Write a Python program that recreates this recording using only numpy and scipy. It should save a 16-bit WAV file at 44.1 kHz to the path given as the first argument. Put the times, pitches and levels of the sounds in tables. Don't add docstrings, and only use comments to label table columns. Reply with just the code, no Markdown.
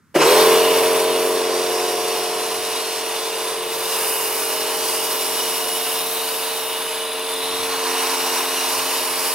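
import sys
import numpy as np
from scipy import signal
from scipy.fft import rfft, irfft, next_fast_len
from scipy.io import wavfile

SR = 44100
rng = np.random.default_rng(int(sys.argv[2]) if len(sys.argv) > 2 else 0)


def generate_wav(signal):
    frames = np.transpose(np.atleast_2d(signal))
    scaled = np.clip(frames, -1, 1) * 32767
    pcm = np.round(scaled).astype(np.int16)
    wavfile.write(sys.argv[1], SR, pcm)


N = 411894
TIME_S = np.arange(N) / SR
FFT_SIZE = next_fast_len(N, real=True)
BINS_HZ = np.maximum(np.arange(FFT_SIZE // 2 + 1) * SR / FFT_SIZE, 1)
OPEN_S, OPEN_RISE_S = 0.142, 0.013

# frequency in Hz, likeness 0-1, left lag in rad, left over right in dB.
STEREO_IMAGE = [(50, .02, 0, 2), (100, 1, 0, 0), (150, 1, 0.12, 0), (230, 1, 0.031, -3), (450, 1, 0.17, 3),
                (700, 0.8, 0.44, 1), (890, 0.82, 0.27, -2), (1390, 0.7, 0.5, -1.5), (2100, 1, 0, -0.5),
                (3060, 1, 0, 0), (3700, 1, 1.5, 1.5), (4260, 0.83, 0.86, 0), (5700, 0.3, 0.66, -4),
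                (6650, 0.5, 0.011, -1.5), (8000, 0, 0.034, -0.5), (10000, 0.27, 1.2, -0.5),
                (11800, 0.63, .1, 0), (13000, .92, .05, 0), (14100, .62, 1.45, -1)]
# frequency in Hz, spectral density in dB.
STREET_SPECTRUM = [(25, -46), (50, -24), (80, -9), (140, -1), (200, 2), (700, -28), (1300, -10),
                   (3000, -29), (8500, -29), (15000, -38)]
WIND_SPECTRUM = [(15, -12), (40, -13), (80, 1.5), (130, -1.5), (200, -3), (400, -31.5)]
CHURN_SPECTRUM = [(25, -62), (50, -48), (85, -14), (140, -20), (210, -20.5), (290, -7.5), (380, 2),
                  (500, 0.5), (620, 3), (720, -7.5), (900, -22)]
RUSH_SPECTRUM = [(1880, -44), (3150, -6.5), (3450, 0), (3900, 0), (4300, -3), (4600, -9.5), (5980, -30),
                 (10100, -90)]
HISS_SPECTRUM = [(2710, -34), (4600, 0.5), (5600, 1), (6920, -6), (8600, -4), (11200, -18), (18900, -120)]
SIZZLE_SPECTRUM = [(5060, -23.5), (8600, -2), (10000, 3), (11000, -2), (14300, -24), (22000, -120)]
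MIST_SPECTRUM = [(6470, -40), (11000, -11), (11800, 2), (13000, 2.5), (14300, 3), (15800, -0.5)]
DRUMMING_SPECTRUM = [(25, -50), (50, -64), (85, -31.5), (200, -20.5), (400, -7.5), (680, -6.5), (800, 0.5),
                     (1010, 4.5), (1170, -0.5), (1300, -9), (1690, -20), (2860, -70)]
SPLASH_SPECTRUM = [(760, -43), (1300, -1), (1700, -2), (2100, -2.5), (2600, 0), (2850, -18.5), (3200, -6.5),
                   (3600, -22), (7000, -80)]
SINGING_SPECTRUM = [(2000, -49), (2550, -3.5), (2780, 7), (2900, 5.5), (3020, 6.5), (3140, -12),
                    (3800, -45)]
# centre in seconds, half length in seconds, rise over the breeze in dB.
WIND_GUSTS = [(.25, 0.15, 14), (1.75, 0.16, 7), (2.75, .12, 14), (3.7, 0.16, 11), (4.4, 0.28, 8)]
# start in seconds, level in dB, decay in seconds, brightness in dB.
VALVE_KNOCKS = [(0.15, -12, 0.0097, -4), (0.159, -9.5, 0.0038, -12), (0.217, -21, 0.0028, 12)]
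# frequency in Hz, width in Hz, level in dB.
LANCE_MODES = [(166, 24, -17), (379, 33, 12), (563, 36, 11), (1000, 210, -19)]
# time in seconds, strokes per second.
PUMP_SPEED = [(0, 60), (.2, 67), (.25, 75), (.3, 82.5), (.35, 86.8), (.45, 89), (.55, 89.8), (.8, 89.9),
              (9.34, 89.85)]
# time in seconds, 5th pump harmonic in dB, motor tone in dB.
HUM_LEVELS = [(0.2, -19.5, -28), (0.48, -18.5, -22), (0.66, -23, -27), (2.36, -32.5, -36.5),
              (2.95, -38.5, -41), (3.71, -32.5, -41), (4.53, -36.5, -37.5), (5.47, -33, -41.5),
              (5.62, -33, -51), (6.84, -36.5, -56), (8.24, -34.5, -47), (9.29, -38, -53), (9.34, -38, -51)]
# frequency in Hz, gain in dB.
HOSE_RESPONSE = [(90, -53), (180, -23), (270, -21), (360, -7.5), (450, 1.5), (490, 4), (540, -10),
                 (810, -19), (900, -34), (990, -12), (1080, -15), (1170, -17), (1350, -26)]
# time in seconds, 3rd, 7th and 8th harmonic in dB.
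HARMONIC_SWELLS = [(0.25, -48, -27, -32), (0.37, -36, -24, -31), (1.54, -40.5, -33, -37.5),
                   (1.82, -45.5, -35.5, -31.5), (3.62, -55.5, -41.5, -45), (4.2, -52.5, -45, -41),
                   (4.58, -47.5, -36, -51), (5.82, -47.5, -40.5, -37.5), (6.98, -51.5, -40, -49),
                   (7.21, -47.5, -39.5, -48), (7.9, -41, -45, -38), (8.88, -43.5, -38, -45),
                   (9.34, -47, -39.5, -62)]
# time in seconds, rush, hiss and fine mist in dB.
JET_LEVELS = [(0.25, -28, -25, -39), (0.27, -25.5, -26.5, -29.5), (0.93, -32.5, -33, -33.5),
              (1.11, -32, -33.5, -38), (1.29, -35.5, -35, -35), (1.46, -34.5, -35.5, -43),
              (1.64, -36, -33, -39), (3.46, -34.5, -34.5, -39.5), (3.64, -35.5, -37.5, -40),
              (3.94, -34.5, -30.5, -31.5), (4.12, -40, -33.5, -28.5), (4.65, -33.5, -31.5, -34.5),
              (4.96, -35, -31, -31), (6.38, -34.5, -35, -32), (7.11, -35.5, -39, -40.5),
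              (7.49, -33, -37, -39), (8.1, -33.5, -30, -34.5), (9.34, -34, -31.5, -31)]
# first delay, last delay and sway in ms, gain.
ECHO_PATHS = [(1.0, 0.414, 0.096, 0.23), (2.05, 1.9, 0.213, 0.27), (4.05, 3.9, 0.298, 0.3)]
# time in seconds, level in dB.
IMPACT_LEVELS = [(0.23, -14.5), (0.25, -19), (0.51, -20), (0.56, -22.5), (1.29, -29.5), (2.18, -30.5),
                 (2.31, -31), (3.66, -32), (3.93, -30), (7.38, -32.5), (7.92, -26.5), (9.34, -29)]
# time in seconds, low and high tone in Hz, level in dB.
WHISTLE_GLIDE = [(.19, 6000, 10000, -60), (.215, 6700, 10800, -31), (.245, 7500, 11600, -26),
                 (.275, 8200, 12150, -28), (.33, 8700, 12950, -26.5), (.4, 9100, 13200, -42),
                 (.5, 9300, 13400, -90)]
# start and end in seconds, pitch and width in Hz, level in dB.
HOLLOW_NOTES = [(.8, 1.6, 9020, 50, -42), (1.5, 4.0, 9030, 55, -45), (1.1, 2.8, 5500, 350, -39),
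                (3.8, 4.6, 2860, 110, -37), (4.5, 5.2, 2940, 65, -35), (5.05, 5.95, 2920, 75, -34),
                (6.1, 7.3, 2980, 70, -38), (5.7, 7.1, 3760, 100, -37), (6.9, 7.8, 3560, 100, -38),
                (6.8, 7.8, 3950, 110, -38.5), (5.3, 6.3, 10200, 520, -34), (6.2, 7.9, 9900, 560, -36),
                (8.0, 9.3, 5600, 420, -35.5), (7.8, 9.3, 3900, 260, -39.5), (7.6, 9.3, 2860, 110, -37.5)]


def from_db(db):
    return np.exp(np.asarray(db) * (np.log(10) / 20))


def rms_one(x):
    return x / np.sqrt(np.mean(x ** 2) + 1e-20)


def in_time(rows):
    times_s, *columns = np.transpose(rows)
    return [np.interp(TIME_S, times_s, column) for column in columns]


def in_frequency(rows):
    hz, *columns = np.transpose(rows)
    return [np.interp(np.log(BINS_HZ), np.log(hz), column) for column in columns]


def drift(rate_hz):
    knots = rng.standard_normal(1 << 14)
    return np.interp(TIME_S * rate_hz, np.arange(len(knots)), knots) / np.sqrt(2 / 3)


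def follow(level_db, share, mean_db=0):
    return mean_db + share * (level_db - level_db.mean())


def resonate(x, hz, width_hz):
    r = np.exp(-np.pi * width_hz / SR)
    poles = [1, -2 * r * np.cos(2 * np.pi * hz / SR), r * r]
    return signal.lfilter(np.array([1, 0, -1]) * (1 - r * r) / 2, poles, x)


def low_cut(x, hz):
    return signal.sosfilt(signal.butter(2, hz, "high", fs=SR, output="sos"), x)


def stereo_image():
    alike, lag_rad, balance_db = in_frequency(STEREO_IMAGE)
    alike, sides = np.clip(alike, 0, 1), np.array([[1], [-1]])
    gain = from_db(sides * balance_db / 2) * np.exp(-.5j * sides * lag_rad)
    return gain * np.sqrt(1 + alike), gain * np.sqrt(1 - alike) * sides


def noise(spectrum, image):
    shared, opposed = rng.standard_normal((2, 2 * len(BINS_HZ))).view(complex)
    colour = from_db(in_frequency(spectrum)[0]) * (BINS_HZ > spectrum[0][0])
    x = irfft((image[0] * shared + image[1] * opposed) * colour, FFT_SIZE)[:, :N]
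    return x / np.std(x.mean(axis=0))


def breathy(hz, width_hz):
    steps = np.arange(len(hz)) * 2 * width_hz / SR
    knots = rng.standard_normal(2 * (int(steps[-1]) + 2)).view(complex)
    envelope = np.interp(steps, np.arange(len(knots)), knots)
    return np.real(envelope * np.exp(2j * np.pi * np.cumsum(hz) / SR)) / np.sqrt(2 / 3)


def street(image, level_db=-59):
    return from_db(level_db) * noise(STREET_SPECTRUM, image)


def wind(breeze_db=-69.5, lumps_db=5):
    apart = np.array([[1], [0]]), np.array([[0], [1]])
    gusts_db = [db * np.exp(-.5 * ((TIME_S - at_s) / half_s) ** 2) for at_s, half_s, db in WIND_GUSTS]
    level_db = breeze_db + np.max(gusts_db, axis=0) + lumps_db * drift(5)
    return from_db(level_db) * noise(WIND_SPECTRUM, apart)


def valve_knocks(crack_db=-26.5):
    out, early_s = np.zeros(N), TIME_S[:SR // 2]
    for start_s, db, decay_s, bright_db in VALVE_KNOCKS:
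        burst = low_cut(rng.standard_normal(len(early_s)), hz=130)
        ring = sum(from_db(mode_db) * resonate(burst, hz, width) for hz, width, mode_db in LANCE_MODES)
        crack = from_db(crack_db + bright_db) * rms_one(resonate(burst, hz=1100, width_hz=1400))
        age = np.maximum(early_s - start_s, 0) / decay_s
        out[:len(early_s)] += from_db(db) * (rms_one(ring) + crack) * age * np.exp(1 - age)
    return out


def motor_groan(start_s=.15, length_s=.12, hz=156.4, peak_db=-32):
    age = np.clip((TIME_S - start_s) / length_s, 0, 1)
    return from_db(peak_db) * np.sqrt(4 * age * (1 - age)) * np.sin(2 * np.pi * hz * TIME_S)


def pump_hum(stroke_rad, fifth_db, motor_db, body_db, start_s=.155, rise_s=.04):
    stroke_rad = stroke_rad + .024 * drift(25)
    stroke_hz, = in_time(PUMP_SPEED)
    harmonics = []
    for k in (2, 4, 5, 6, 9, 10, 11, 12, 13):
        hose_db = np.interp(k * stroke_hz, *np.transpose(HOSE_RESPONSE))
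        wander_db = .27 + 1.4 * drift(1.297)
        harmonics.append((k, (fifth_db if k == 5 else body_db) + hose_db + wander_db))
    harmonics += zip((3, 7, 8), np.add(in_time(HARMONIC_SWELLS), .5))
    surge_rad, motor_rad = .2265 * stroke_rad, 4.545 * stroke_rad
    swing_rad, throb = .17 * np.sin(surge_rad), 1 + .16 * np.cos(surge_rad)
    pistons = sum(from_db(db) * np.sin(k * stroke_rad + rng.uniform(0, 2 * np.pi) - swing_rad)
                  for k, db in harmonics)
    stroke_load = 1 + .36 * np.cos(stroke_rad)
    motor = from_db(motor_db + .5) * np.sin(motor_rad) * stroke_load
    fade_in = np.clip((TIME_S - start_s) / rise_s, 0, 1)
    return fade_in * np.sqrt(2) * (pistons * throb + motor)


def widen(x, side_db=-9, above_hz=780):
    side = irfft(1j * rfft(x, FFT_SIZE) / np.sqrt(1 + (above_hz / BINS_HZ) ** 9), FFT_SIZE)[:N]
    return x + from_db(side_db) * side * np.array([[1], [-1]])


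def water_churn(stroke_rad, body_db, image, air_db=2, air_clears_s=.47):
    boost_db = air_db * np.exp(-np.maximum(TIME_S - OPEN_S, 0) / air_clears_s)
    level_db = follow(body_db, share=.79, mean_db=-38) + boost_db
    return from_db(level_db) * noise(CHURN_SPECTRUM, image) * (1 + .16 * np.cos(stroke_rad))


def nozzle_jet(fill_db, image, wobble_db=.68):
    rush_db, hiss_db, mist_db = in_time(JET_LEVELS) + fill_db
    sizzle_db = follow(hiss_db, share=.34, mean_db=-32.5) + follow(mist_db, share=.47)
    bands = [(rush_db, RUSH_SPECTRUM), (hiss_db + .5, HISS_SPECTRUM),
             (sizzle_db, SIZZLE_SPECTRUM), (mist_db + 1.5, MIST_SPECTRUM)]
    return sum(from_db(db + wobble_db * drift(12)) * noise(spectrum, image) for db, spectrum in bands)


def echoes(x, sway_hz=2.2):
    out = x
    for first_ms, last_ms, sway_ms, gain in ECHO_PATHS:
        delay_ms = np.linspace(first_ms, last_ms, N) + sway_ms * drift(sway_hz)
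        out = out + gain * np.array([np.interp(TIME_S - delay_ms / 1000, TIME_S, side) for side in x])
    return out


def foam_impact(stroke_rad, fill_db, image):
    impact_db = in_time(IMPACT_LEVELS)[0] + fill_db
    pulse = 1 + .065 * np.cos(stroke_rad)
    drumming = from_db(impact_db - 1.5) * noise(DRUMMING_SPECTRUM, image) * pulse
    splash = from_db(follow(impact_db, share=.9, mean_db=-33)) * noise(SPLASH_SPECTRUM, image)
    singing_db = follow(impact_db, share=.72, mean_db=-35.5) + 1.5 * drift(12)
    return drumming, splash, from_db(singing_db) * noise(SINGING_SPECTRUM, image)


def spatter(blobs_per_s=260, size_db=-13, spread_db=1.5, decay_s=.00057):
    born = rng.random(N) < blobs_per_s / SR
    sizes = from_db(size_db + spread_db * np.minimum(rng.exponential(1, N), 3))
    return rms_one(1 + signal.lfilter([1], [1, -np.exp(-1 / (decay_s * SR))], born * sizes + 1e-18))


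def foam_spray(stroke_rad, image, fill_start_s=.18, fill_s=.041, unfilled_db=-11.5):
    fill_db = unfilled_db * (1 - np.clip((TIME_S - fill_start_s) / fill_s, 0, 1))
    drumming, splash, singing = foam_impact(stroke_rad, fill_db, image)
    jet = from_db(-.85) * nozzle_jet(fill_db, image)
    flutter = from_db(.48 * drift(110) + .45 * drift(22))
    return singing + flutter * (drumming + (splash + echoes(jet)) * spatter())


def nozzle_whistle(splutter_db=2.5):
    low_hz, high_hz, db = in_time(WHISTLE_GLIDE)
    return sum(from_db(db + tone_db + splutter_db * drift(45)) * breathy(hz, width_hz=340)
               for hz, tone_db in [(low_hz, -5.5), (high_hz, -6)])


def hollow_notes(trim_db=-2):
    out = np.zeros(N)
    waver, sputter = .4 * drift(14), from_db(1.6 * drift(15))
    for start_s, end_s, hz, width_hz, db in HOLLOW_NOTES:
        on = (TIME_S > start_s) & (TIME_S < end_s)
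        swell = np.sqrt(np.sin(np.pi * (TIME_S[on] - start_s) / (end_s - start_s)))
        out[on] += from_db(db + trim_db) * swell * breathy(hz + width_hz * waver[on], width_hz)
    return out * sputter


def scene():
    image = stereo_image()
    stroke_rad = 2 * np.pi * np.cumsum(in_time(PUMP_SPEED)[0]) / SR
    fifth_db, motor_db = in_time(HUM_LEVELS)
    body_db = fifth_db + follow(motor_db - fifth_db, share=.23)
    hum = widen(pump_hum(stroke_rad, fifth_db, motor_db, body_db))
    churn = water_churn(stroke_rad, body_db, image)
    washer = hum + churn + foam_spray(stroke_rad, image) + nozzle_whistle() + hollow_notes()
    trigger = np.clip((TIME_S - OPEN_S) / OPEN_RISE_S, 0, 1)
    return trigger * washer + valve_knocks() + motor_groan() + street(image) + wind()


def record(dry, low_cut_hz=65, high_cut_hz=15750):
    rounded = 1.51 * np.tanh(dry / 1.475)
    top_cut = signal.ellip(12, .1, 80, high_cut_hz, fs=SR, output="sos")
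    return signal.sosfilt(top_cut, low_cut(rounded, low_cut_hz))


dry = scene()
out = record(dry)
generate_wav(out)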